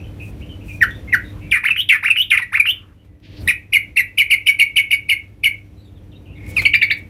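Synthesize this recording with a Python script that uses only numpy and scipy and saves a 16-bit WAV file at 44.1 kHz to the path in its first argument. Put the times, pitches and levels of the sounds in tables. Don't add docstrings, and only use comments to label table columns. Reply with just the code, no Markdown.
import sys
import numpy as np
from scipy import signal
from scipy.fft import rfft, irfft, next_fast_len
from scipy.io import wavfile
from scipy.ndimage import uniform_filter1d

SR = 44100
rng = np.random.default_rng(int(sys.argv[2]) if len(sys.argv) > 2 else 0)


def gain_from_decibels(decibels):
    exponent = np.asarray(decibels, float) / 20
    return 10 ** exponent


def wrap_up_sound(samples):
    columns = np.atleast_2d(samples).T
    tamed = np.clip(columns, -1, 1)
    steps = np.round(tamed * 32767).astype(np.int16)
    wavfile.write(sys.argv[1], SR, steps)


N = 312669

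# time_s, pitch_hz, effort_db
CHUP = [(0, 2600, -26), (.004, 2500, -19), (.006, 1950, -6), (.013, 2050, -5), (.02, 1900, 0),
        (.026, 1600, -4), (.032, 1460, -2), (.039, 1350, -20)]
SLIDE = [(0, 3837, -28), (.004, 3688, -1), (.008, 2918, 1.5), (.022, 2352, -4), (.045, 2100, -4),
         (.07, 1922, -5), (.078, 1810, -19.5)]
ARCH = [(0, 798, -14), (.015, 1444, 1), (.03, 2219, 2), (.042, 2865, -2), (.048, 2837, -8),
        (.051, 2500, 5.5), (.056, 1510, -0.5), (.063, 835, -12.5)]
PLUNGE = [(0, 2990, -16.5), (.004, 2701, 4.5), (.011, 1932, 3), (.021, 1300, -7), (.034, 850, -6.5)]
DIP = [(0, 2995, -6.5), (.005, 2735, 6), (.018, 2550, 1), (.025, 2370, -21)]
LIFT = [(0, 1338, -6), (.008, 3106, -2), (.024, 2787, 2.5), (.046, 3095, 7.5), (.058, 3593, -3),
        (.063, 3714, -28.5)]
HOP = [(0, 1915, -11), (.003, 1845, 3), (.009, 2050, 0.5), (.013, 2742, 7), (.017, 2524, 2),
       (.025, 2400, -3.5), (.035, 1872, 0.5), (.044, 1764, -22)]
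CHIP = [(0, 2641, -13.5), (.004, 2420, -7.5), (.009, 2085, -2.5), (.011, 2970, 7), (.017, 2940, 4.5),
        (.024, 2541, 0.5), (.029, 2330, 0.5), (.048, 2133, 1), (.054, 2220, -29)]
PEEP = [(0, 3255, -15), (.008, 2714, 14.5), (.022, 2425, 7.5), (.038, 2100, 7.5), (.044, 2160, -33.5)]
HOOK = [(0, 3636, -21), (.005, 2990, 5.5), (.01, 2202, -2.5), (.018, 2442, 1), (.032, 2300, -5),
        (.04, 2360, -27)]
RATTLE = [(0, 2936, -6), (.004, 2725, 3), (.011, 1659, -1), (.017, 2334, -0.5), (.034, 2228, -4.5),
          (.039, 2140, -30)]

# start_s, level_db, pitch_factor, length_factor
CHUPS = [(.809, 4.5, 0.98, 0.97), (1.123, 4, 0.98, .91)]
SLIDES = [(1.51, -5.5, 0.94, 0.99), (1.886, -4, 0.95, 1.06), (2.301, -3, 1, .81)]
ARCHES = [(1.635, -9, 1.03, 0.98), (2.028, -10, .99, 1.05), (2.522, -9.5, .97, .99)]
PLUNGES = [(2.369, -9, 1.01, 1.01)]
DIPS = [(1.703, -6, 0.99, 0.95), (2.101, -5.5, 0.98, 0.87), (2.419, -15, .72, 0.95),
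        (2.596, -8, 0.89, 0.85)]
LIFTS = [(1.762, -10, 1.037, 1.01), (2.161, -8, 1.007, 1.163), (2.656, -8, .99, 1.01)]
HOPS = [(3.475, -7, 1.01, 1.01)]
CHIPS = [(3.725, -6.5, .96, .98), (3.961, -7.5, .91, 1.01), (4.175, -6, 1, .95), (4.301, -6, .98, .9),
         (4.462, -5, 1.02, .9), (4.589, -5, 1, .88), (4.759, -6, 1.013, .93), (4.906, -7, 1.01, .88),
         (5.087, -7.5, 0.99, .96), (5.434, -7, 1.001, .9)]
PEEPS = [(6.56, -19.5, 0.97, 1.09)]
HOOKS = [(6.65, -4.5, .97, .85)]
RATTLES = [(6.735, -4.5, 1.03, 0.9), (6.815, -5, 0.97, .9), (6.902, -8.5, .99, 0.87)]

# shape, times_sung, undertone_db, octave_db, air_db, buzz_depth (0-1), brightness_db
VOICES = [(CHUP, CHUPS, -25.5, -39.5, -12.5, 0.05, -1.7), (SLIDE, SLIDES, -30.5, -36.5, 4.6, 0.88, -1.8),
          (ARCH, ARCHES, -35.5, -25, 8.7, 0.16, -8), (PLUNGE, PLUNGES, -30.5, -24.5, -1, 0.1, -1),
          (DIP, DIPS, -43, -32.5, 3.5, 0.067, -5.5), (LIFT, LIFTS, -40, -22.5, -9, 0.04, 3),
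          (HOP, HOPS, -23, -34, 4.7, .6, 5), (CHIP, CHIPS, -33.5, -32.5, -0.63, 0.18, 5.97),
          (PEEP, PEEPS, -18, -10.5, 3, 0.069, -1), (HOOK, HOOKS, -26, -14, -6.5, 0.071, -2.5),
          (RATTLE, RATTLES, -27, -14, -25, 0.29, 2.2)]
OVERTONES_DB = [-29.5, -26, -30, -31.5, -34.5, -32, -33.5]
# freq_hz, gain_db
THROAT = [(700, -17), (1500, -8), (2300, 3.5), (3200, -7), (4500, -3.5), (7000, -17.5), (9600, -11.5),
          (12000, -2), (15500, -5.5)]
# freq_hz, density_db_per_hz
AIR = [(2500, -22), (3600, -4), (4400, -10.5), (5800, -11.5), (7500, -39.5), (9300, -1), (11600, -2.5),
       (13500, -21.5), (16000, -26.5)]
AIR_DB = -26
BUZZ_HZ, LEAD_S, LEAD_DB_PER_S = 461.6, .004, 9000
RASP, WHIM = .035, .014
ONSET_OCTAVE_DB = 12.5

# start_s, peak_db, decay_s
TICKS = [(0.909, -35.5, .002), (3.047, -57.5, .02), (3.201, -50, 0.0013), (6.465, -36, 0.00252),
         (6.572, -28, 0.011), (6.619, -23.5, 0.0089)]
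# start_s, length_s, start_hz, end_hz, level_db
FAR = [(0, 0.015, 2620, 2630, -37), (.038, 0.024, 3080, 3020, -43.5), (.195, 0.038, 2550, 2515, -32.5),
       (.407, 0.025, 2050, 3120, -38.5), (.485, 0.047, 3120, 2980, -40), (.609, 0.015, 2600, 2570, -41.5),
       (.679, 0.042, 2607, 2328, -31.5), (.895, 0.076, 3480, 3550, -42), (1.073, 0.038, 2133, 2142, -32.5),
       (1.09, 0.012, 2600, 2750, -37), (1.237, 0.08, 3750, 3780, -47), (1.398, 0.22, 2270, 2400, -42.5),
       (1.413, 0.028, 2570, 2740, -40.5), (2.975, 0.041, 2840, 3130, -60), (3.06, 0.15, 2030, 1950, -65),
       (5.813, 0.044, 4480, 4510, -64), (5.95, 0.0467, 3760, 3166, -56), (6.116, 0.025, 3740, 2430, -49.5),
       (6.152, 0.024, 3750, 3790, -48), (6.255, 0.022, 3120, 2313, -46.5), (6.282, 0.051, 2437, 2910, -50),
       (6.35, 0.05, 3830, 3220, -56), (6.339, 0.22, 2180, 2204, -39.5)]
# start_s, length_s, start_hz, end_hz, level_db
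SHRILL = [(5.766, 0.059, 4055, 3950, -57), (5.84, 0.051, 3890, 3460, -55.5)]
SHRILL_OVERTONE_DB = -15.5
# delay_s, level_db
ECHOES = [(.0013, -26.5), (.0031, -16), (.0057, -12), (.0092, -11), (.0135, -17.5), (.019, -30),
          (.026, -20.5)]
# freq_hz, t60_s
ROOM = [(1000, 0.21), (2500, 0.27), (5000, 0.13), (11000, 0.18)]
ROOM_DB = -13.5

# cut_s, held_rumble_db, release_s, back_s, back_rumble_db
DUCKS = [
    (1.512, -42.5, 3.2, 3.47, -26),
    (3.469, -41.5, 5.07, 6.35, -36.5),
    (6.68, -35, 7.0, 7.09, -38.5),
]
OPEN_DB, CUT_S, SAG_DB = -31.5, 0.044, -2
TAKE_OFF = (6.6, -28)
# freq_hz, density_db_per_hz
RUMBLE = [(20, -31), (42, -1), (85, 1), (130, -8), (200, -10), (350, -17), (550, -23), (1600, -44.5),
          (3000, -85)]
# freq_hz, level_db (re rumble)
HUM = [(100, 0), (300, -10), (183, -18), (505, -23)]
# freq_hz, density_db_per_hz
HISS = [(500, 4), (1200, 5.5), (2500, 9), (5000, -4), (8000, -7.5), (11000, -5.5), (14500, -7),
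        (16300, -18.5)]
HISS_DB, HISS_SHARE = -54, 1.3
CRICKET_HZ, CRICKET_DB = 5800, -17.5
WASH_DB, WASH_S = -64, 0.091
# start_s, length_s, level_db, centre_hz, width_octaves
RUSTLES = [(0.196, 0.14, -57.5, 9000, 0.97), (0.624, 0.2, -54.5, 7960, 1.8), (1.31, 0.11, -52, 1080, 0.36),
           (2.701, 0.27, -59, 1300, .5), (3.209, 0.22, -49, 2780, 0.64), (3.353, 0.091, -50, 4400, 0.28),
           (3.394, 0.08, -55, 10900, 0.49), (6.414, 0.33, -53, 2908, 1.6), (6.47, 0.053, -48, 10120, 0.6),
           (6.55, 0.11, -44.5, 9000, 2.1), (6.964, 0.039, -58.5, 10200, 0.84)]


def evened(x):
    return x / np.sqrt(np.mean(x ** 2) + 1e-20)


def read(points, hz):
    f, value = np.transpose(points)
    return np.interp(np.log(hz + 1), np.log(f + 1), value)


def add(mix, start_s, sound):
    part = mix[round(start_s * SR):][:len(sound)]
    part += sound[:len(part)]


def coloured(x, points):
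    size = next_fast_len(len(x))
    gain = gain_from_decibels(read(points, np.fft.rfftfreq(size, 1 / SR)))
    return irfft(rfft(x, size) * gain, size)[:len(x)]


def drift(seconds):
    size = max(round(seconds * SR), 1)
    once = uniform_filter1d(rng.standard_normal(N), size)
    return evened(uniform_filter1d(once, size))


def streaky(patchy_db):
    z = signal.stft(rng.standard_normal(N), nperseg=256)[2]
    patches = uniform_filter1d(rng.standard_normal(z.shape), size=2, axis=0)
    patches = uniform_filter1d(patches, size=9, axis=1)
    return evened(signal.istft(z * gain_from_decibels(patchy_db * evened(patches)), nperseg=256)[1][:N])


def bird():
    voice, breath = np.zeros(N), np.zeros(N)
    wobble, whim = drift(0.0016), drift(.012)
    falter = 1.5 * np.tanh(drift(.0025) / 1.3)
    beat = np.sin(2 * np.pi * np.cumsum(BUZZ_HZ * (1 + 0.35 * drift(0.0033))) / SR)
    for shape, rows, under_db, octave_db, air_db, buzz, bright_db in VOICES:
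        at_s, pitch_hz, effort_db = np.transpose(shape)
        for start_s, db, pitch, length in rows:
            t = np.arange(-LEAD_S, at_s[-1] * length, 1 / SR)
            now = slice(round(start_s * SR), round(start_s * SR) + len(t))
            settled = 1 - np.exp(-(np.maximum(t, 0) / 0.01) ** 2)

            scatter = 0.011 + RASP * buzz ** 2 * settled
            hz = pitch * np.interp(t, at_s * length, pitch_hz)
            hz = hz * (1 + scatter * wobble[now] + WHIM * whim[now])
            turn = 2 * np.pi * np.cumsum(hz) / SR

            slack_db = 24 * np.clip(2.1 - hz / 1050, -.6, 1)
            upper = gain_from_decibels(octave_db + slack_db + 4.1 * wobble[now]) * np.sin(2 * turn)
            pure_start = (hz > 2500) | (abs(np.gradient(hz)) > 2.4)
            onset = np.where(pure_start, settled, gain_from_decibels(ONSET_OCTAVE_DB * (1 - settled)))
            upper *= uniform_filter1d(onset, size=80)
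            for multiple, over_db in enumerate(OVERTONES_DB, 3):
                gain = settled * gain_from_decibels(over_db + 0.09 * slack_db + wobble[now][::-1])
                upper += gain * np.sin(multiple * turn) * (multiple * hz < 15500)
            under = gain_from_decibels(under_db) * (np.sin(turn / 2) + .5 * np.sin(3 * turn / 2))

            level = gain_from_decibels(db + np.interp(t, at_s * length, effort_db) + LEAD_DB_PER_S * np.minimum(t, 0))
            level *= signal.windows.tukey(len(t), .08) * (1 + buzz * settled * beat[now])
            level *= gain_from_decibels(2.5 * falter[now])
            add(voice, start_s - LEAD_S, level * (np.sin(turn) + under + gain_from_decibels(bright_db) * upper))
            add(breath, start_s - LEAD_S, level * gain_from_decibels(air_db + bright_db - 99 * t))
    rush = evened(coloured(streaky(patchy_db=5.5), AIR))
    return coloured(voice, THROAT) + gain_from_decibels(AIR_DB) * breath * rush


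def ticks():
    out, grit = np.zeros(N), evened(coloured(rng.standard_normal(N), HISS))
    for start_s, db, decay_s in TICKS:
        add(out, start_s, gain_from_decibels(db) * np.exp(-np.arange(0, 6 * decay_s, 1 / SR) / decay_s))
    return out * grit


def far_birds():
    out, wobble = np.zeros(N), drift(0.0013)
    for rows, over in ((FAR, 0), (SHRILL, gain_from_decibels(SHRILL_OVERTONE_DB))):
        for start_s, length_s, from_hz, to_hz, db in rows:
            hz = np.linspace(from_hz, to_hz, round(length_s * SR))
            waver = wobble[round(start_s * SR):][:len(hz)]
            turn = 2 * np.pi * np.cumsum(hz * (1 + .024 * waver)) / SR
            tone = np.sin(turn) + over * (np.sin(2 * turn) + np.sin(3 * turn))
            tone *= gain_from_decibels(3 * waver[::-1])
            add(out, start_s, gain_from_decibels(db) * tone * signal.windows.tukey(len(hz), .4))
    return out


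def cage(x):
    out = x.copy()
    for k, (delay_s, db) in enumerate(ECHOES):
        add(out, delay_s, (-1) ** k * gain_from_decibels(db) * x)
    return out


def room(x):
    taps = np.zeros(SR)
    at = np.arange(300, SR - 20, 20) + rng.integers(0, 20, (SR - 301) // 20)
    taps[at] = rng.choice([-1., 1.], len(at))
    hz, t, z = signal.stft(taps, SR, nperseg=256)
    decay = gain_from_decibels(-60 * t / read(ROOM, hz)[:, None])
    tail = signal.istft(z * decay, SR, nperseg=256)[1]
    return signal.fftconvolve(x, tail / np.linalg.norm(tail))[:N]


def rustles():
    out, flutter = np.zeros(N), gain_from_decibels(1.9 * drift(0.026))
    for start_s, length_s, db, hz, octaves in RUSTLES:
        hump = [(hz * 2 ** (k * octaves), -6. * k * k) for k in range(-4, 5)]
        puff = evened(coloured(rng.standard_normal(SR // 2), hump))[:round(length_s * SR)]
        add(out, start_s, gain_from_decibels(db) * puff * signal.windows.tukey(len(puff), .5))
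    return out * flutter


def gain_control():
    points = [(0, OPEN_DB), (DUCKS[0][0], OPEN_DB), TAKE_OFF]
    for cut_s, held_db, release_s, back_s, back_db in DUCKS:
        points += [(cut_s + CUT_S, held_db), (release_s, held_db + SAG_DB), (back_s, back_db)]
    return np.interp(np.arange(N) / SR, *np.transpose(sorted(points)))


def background(song):
    t = np.arange(N) / SR
    rumble = evened(coloured(rng.standard_normal(N), RUMBLE)) * gain_from_decibels(1.1 * drift(0.03))
    hum = sum(gain_from_decibels(db + 1.5 * drift(.05)) * np.sin(2 * np.pi * hz * t) for hz, db in HUM)
    hiss = evened(coloured(rng.standard_normal(N), HISS)) * gain_from_decibels(0.77 * drift(0.017))
    cricket = gain_from_decibels(CRICKET_DB + 4 * drift(.15)) * drift(0.0041) * np.sin(2 * np.pi * CRICKET_HZ * t)

    keep = np.exp(-1 / (WASH_S * SR))
    wash = gain_from_decibels(WASH_DB) * np.sqrt(signal.lfilter([1 - keep], [1, -keep], evened(song) ** 2))
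    level_db = gain_control()
    hiss_level = gain_from_decibels(HISS_DB + HISS_SHARE * (level_db - OPEN_DB))
    low = gain_from_decibels(level_db - 1.0) * (rumble + hum)
    return low + hiss_level * (hiss + cricket) + wash * hiss + rustles()


def scene():
    near, far = bird() + ticks(), cage(far_birds())
    tail = gain_from_decibels(ROOM_DB) * room(near + gain_from_decibels(8.5) * far)
    return (gain_from_decibels(-2.5) * cage(near) + tail + 0.7 * far + background(near))[None]


def squelch(x, under_db, depth_db):
    z = signal.stft(x, nperseg=512)[2]
    power = uniform_filter1d(uniform_filter1d(abs(z) ** 2, 5, 1), 3, 2)
    level_db = 10 * np.log10(power + 1e-14)
    gap_db = level_db.max(1, keepdims=True) - under_db - level_db
    cut_db = np.clip(1.3 * gap_db, 0, depth_db)
    return signal.istft(z * gain_from_decibels(-cut_db), nperseg=512)[1][:, :N]


def top_cut(x):
    return signal.sosfilt(signal.butter(12, 16440, fs=SR, output="sos"), x)


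def record(dry):
    band = signal.sosfilt(signal.butter(5, 40, "high", fs=SR, output="sos"), dry)
    band = np.clip(2.045 * np.tanh(band / 2.38), -1.02, 1.02)
    lowpass = signal.firwin(127, 15950, window=("kaiser", 9), fs=SR)
    band = signal.oaconvolve(band, lowpass[None], "same")
    return top_cut(squelch(band, under_db=57.0, depth_db=10))


dry = scene()
out = record(dry)
wrap_up_sound(out)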